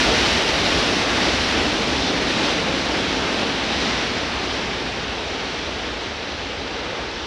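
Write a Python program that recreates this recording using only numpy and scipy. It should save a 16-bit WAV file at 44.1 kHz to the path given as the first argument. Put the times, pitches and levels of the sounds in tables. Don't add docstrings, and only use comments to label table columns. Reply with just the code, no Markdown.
import sys
import numpy as np
from scipy import signal
from scipy.fft import rfft, irfft, next_fast_len
from scipy.io import wavfile
from scipy.ndimage import uniform_filter1d, map_coordinates

SR = 44100
rng = np.random.default_rng(int(sys.argv[2]) if len(sys.argv) > 2 else 0)


def digitize_waveform(pressure):
    field = np.atleast_2d(pressure).T
    bounded = np.clip(field, -1, 1)
    quanta = np.round(bounded * 32767).astype(np.int16)
    wavfile.write(sys.argv[1], SR, quanta)


N = 320166
TIME = np.arange(N) / SR

# frequency in Hz, relative spectral density in dB.
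RUSH_SPECTRUM = [(300, -12), (700, -5.5), (1100, -1), (2000, 0), (3000, 0), (3900, -1), (4600, -4),
                 (5900, -7), (6500, -15), (7600, -20), (10400, -29.5), (12500, -39.5), (14000, -52),
                 (15000, -68)]
def vane_rush(level_db, flutter_db):
    def absorption(hz, t):
        loss_db_per_s = 1.46 * (hz / 10000) ** 2.07
        return amp(-loss_db_per_s * t)
    def gust_hiss(hz, t, centre_hz=4530, half_width_octaves=1.1):
        octaves = np.log2((hz + 1) / centre_hz)
        return amp(gust_lift("hiss", t) * np.exp(-(octaves / half_width_octaves) ** 2))
    rush = turbulence(RUSH_SPECTRUM, patchy_db=0.6) * amp(flutter_db * wobble(45))
    dulled = unit(swept(rush, absorption))
    return amp(level_db) * swept(dulled, gust_hiss)

# frequency in Hz, relative spectral density in dB.
ROAR_SPECTRUM = [(50, -18), (125, -4.5), (170, 0.5), (260, 0.9), (340, 1.1), (455, 1.4), (550, -0.3),
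                 (650, -1), (890, -2.6), (980, -10), (1500, -12), (3000, -25.5), (6000, -70)]
def jet_roar(level_db, churn_db):
    def thinning(hz, t, start_s=5.3, corner_hz=195, db_per_s=4.5):
        loss_db = db_per_s * np.maximum(t - start_s, 0)
        return amp(-loss_db / (1 + (hz / corner_hz) ** 8))
    roar = unit(swept(turbulence(ROAR_SPECTRUM, patchy_db=0.03), thinning))
    return amp(level_db + sideways_beam(peak_db=1.5) + churn_db * wobble(23)) * roar

# time in seconds, centre frequency in Hz.
HOLLOW_CENTRE = [(0, 258), (1.4, 279), (2.1, 278), (3.1, 280), (3.7, 242), (4.3, 257), (5.3, 287),
                 (7.26, 285)]
def hollow_note(start_db, fade_db_per_s):
    level_db = start_db - fade_db_per_s * TIME + sideways_beam(peak_db=5.5) + gust_lift("hollow", TIME)
    return amp(level_db) * ringing(HOLLOW_CENTRE, sharpness=3.2)

# frequency in Hz, relative spectral density in dB.
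RUMBLE_SPECTRUM = [(12, -50), (25, -33), (35, -21), (48, -1.5), (63, 1.5), (80, -3), (105, -5.5),
                   (135, -13), (300, -29), (1200, -80)]
# time in seconds, level in dB.
RUMBLE_FADE = [(0, -28.5), (0.3, -33.5), (2.05, -34), (2.4, -37.5), (4, -37.5), (5.3, -37.5), (5.7, -39),
               (7.26, -39.5)]
def plume_rumble():
    return amp(curve(RUMBLE_FADE)) * turbulence(RUMBLE_SPECTRUM, patchy_db=0)

# time in seconds, centre frequency in Hz, level in dB.
EXHAUST_RESONANCE = [(0, 400, -47), (3.9, 390, -54), (4.5, 397, -39), (5.3, 420, -39.5), (5.85, 464, -39.5),
                     (6.3, 460, -45), (6.9, 477, -36.5), (7.15, 440, -45)]
def exhaust_note():
    pitch = [(s, hz) for s, hz, _ in EXHAUST_RESONANCE]
    level = [(s, db) for s, _, db in EXHAUST_RESONANCE]
    return amp(curve(level)) * ringing(pitch, sharpness=5.5)

def fan_whine(level_db, rest_hz=920, doppler_hz=35, settle_s=3, drift_hz=5, waver_db=1.5):
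    pitch_hz = rest_hz - doppler_hz * np.exp(-TIME / settle_s) + drift_hz * wobble(13)
    phase = 2 * np.pi * np.cumsum(pitch_hz) / SR
    return amp(level_db) * unit(amp(waver_db * wobble(9.2)) * np.sin(phase))

def sideways_beam(peak_db, centre_s=2.65, half_length_s=1.62):
    return peak_db / (1 + ((TIME - centre_s) / half_length_s) ** 8)

# peak time in seconds, half-length in seconds,
# then the lifts of rush, hiss, roar and hollow note in dB.
GUSTS = [(0.0, 0.056, 1.5, 0.5, -3.5, 11), (0.103, 0.04, -2.1, 2, 4, 0), (0.203, 0.05, 0, 0, 0, 1),
         (0.532, 0.091, 0, -1, 1.5, -3), (0.77, 0.038, -0.5, 2, 3.5, -7), (1.25, 0.076, 1.2, 0.6, 0.6, 2.5),
         (1.428, 0.07, 1.8, -0.5, -2, -2.5), (1.604, 0.11, 1.2, 0, 0.3, 0.5),
         (2.04, 0.07, -1.2, 3.5, -1, -1.5), (2.105, 0.074, -1, 0.9, 3, 1), (2.307, 0.04, 1.5, 0.2, -1, 0),
         (2.47, 0.09, 2.5, 1.5, 2.2, 0), (2.697, 0.078, 0.2, -0.3, 3.5, -4), (2.95, 0.07, 0.5, 0, 2.5, 1.5),
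         (3.12, 0.098, 0, 1.3, 0.5, 6), (3.28, 0.09, 1.5, -1, 1.5, -4), (3.423, 0.07, 0.2, 0.5, 1, 4),
         (3.82, 0.099, 1.5, 2, 0.3, 0), (3.996, 0.12, 1, 0.3, -0.8, -1), (4.54, 0.072, 1, 0.3, 1, -5),
         (5.557, 0.27, 1.5, -0.2, 0.8, -0.5), (6.928, 0.11, 2, -2, 2.5, -4)]
def gust_lift(layer, t):
    column = ["rush", "hiss", "roar", "hollow"].index(layer)
    return sum(lifts_db[column] * np.exp(-((t - peak_s) / half_s) ** 2)
               for peak_s, half_s, *lifts_db in GUSTS)

def turbulence(spectrum, patchy_db):
    def patches(hz, t):
        field = rng.standard_normal((len(hz), len(t)))
        for axis in (0, 1):
            field = uniform_filter1d(field, size=12, axis=axis)
        return amp(patchy_db * unit(field))
    def colour(hz):
        points_hz, points_db = np.transpose(spectrum)
        return amp(np.interp(np.log(hz + 1), np.log(points_hz + 1), points_db))
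    return unit(filtered(swept(rng.standard_normal(N), patches), colour))

def ringing(pitch, sharpness):
    def resonance(hz, t):
        ratio = (hz + 1) / curve(pitch, t)
        detuning = ratio - 1 / ratio
        return 1 / np.sqrt(1 + (sharpness * detuning) ** 2) / (1 + detuning ** 2)
    return unit(swept(rng.standard_normal(N), resonance, size=4096))

def swept(x, response, size=1024):
    hz, t, spectra = signal.stft(x, SR, nperseg=size)
    return signal.istft(spectra * response(hz[:, None], t), SR, nperseg=size)[1][:N]

def filtered(x, response):
    size = next_fast_len(N + SR // 2)
    return irfft(rfft(x, size) * response(np.fft.rfftfreq(size, 1 / SR)), size)[:N]

def wobble(knots_per_s):
    return map_coordinates(rng.standard_normal(4096), [TIME * knots_per_s + 1], mode="mirror")

def curve(points, t=TIME):
    return np.interp(t, *np.transpose(points))

def amp(db):
    return 10 ** (np.asarray(db) / 20)

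def unit(x):
    return x / np.sqrt(np.mean(x ** 2) + 1e-20)

# time in seconds, strength in dB.
THRUST_STRENGTH = [(0, 0), (1.1, -3), (1.85, -4.5), (2.85, -5.5), (3.9, -6), (4.75, -7.9), (5.07, -9.5),
                   (6.25, -10.6), (7.26, -11)]
def scene():
    strength_db = curve(THRUST_STRENGTH)
    rush = vane_rush(level_db=-19.5 + strength_db + gust_lift("rush", TIME), flutter_db=0.41)
    roar = jet_roar(level_db=-23.5 + 0.87 * strength_db + gust_lift("roar", TIME), churn_db=0.16)
    notes = hollow_note(start_db=-33.5, fade_db_per_s=1.33) + exhaust_note()
    whine = fan_whine(level_db=-48)
    unsteady_air = amp(0.11 * wobble(9))
    return ((rush + roar + notes + whine) * unsteady_air + plume_rumble())[None]

# centre in Hz, width in Hz, gain in dB.
TREBLE_NOTCHES = [(8070, 260, -5.5), (10900, 230, -6), (11620, 200, -4)]
def record(dry):
    def response(hz, limit_hz=14400):
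        gain_db = sum(db * np.exp(-2 * ((hz - centre) / width) ** 2)
                      for centre, width, db in TREBLE_NOTCHES)
        return amp(gain_db) * (hz < limit_hz)
    return filtered(dry[0], response)[None]

dry = scene()
out = record(dry)
digitize_waveform(out)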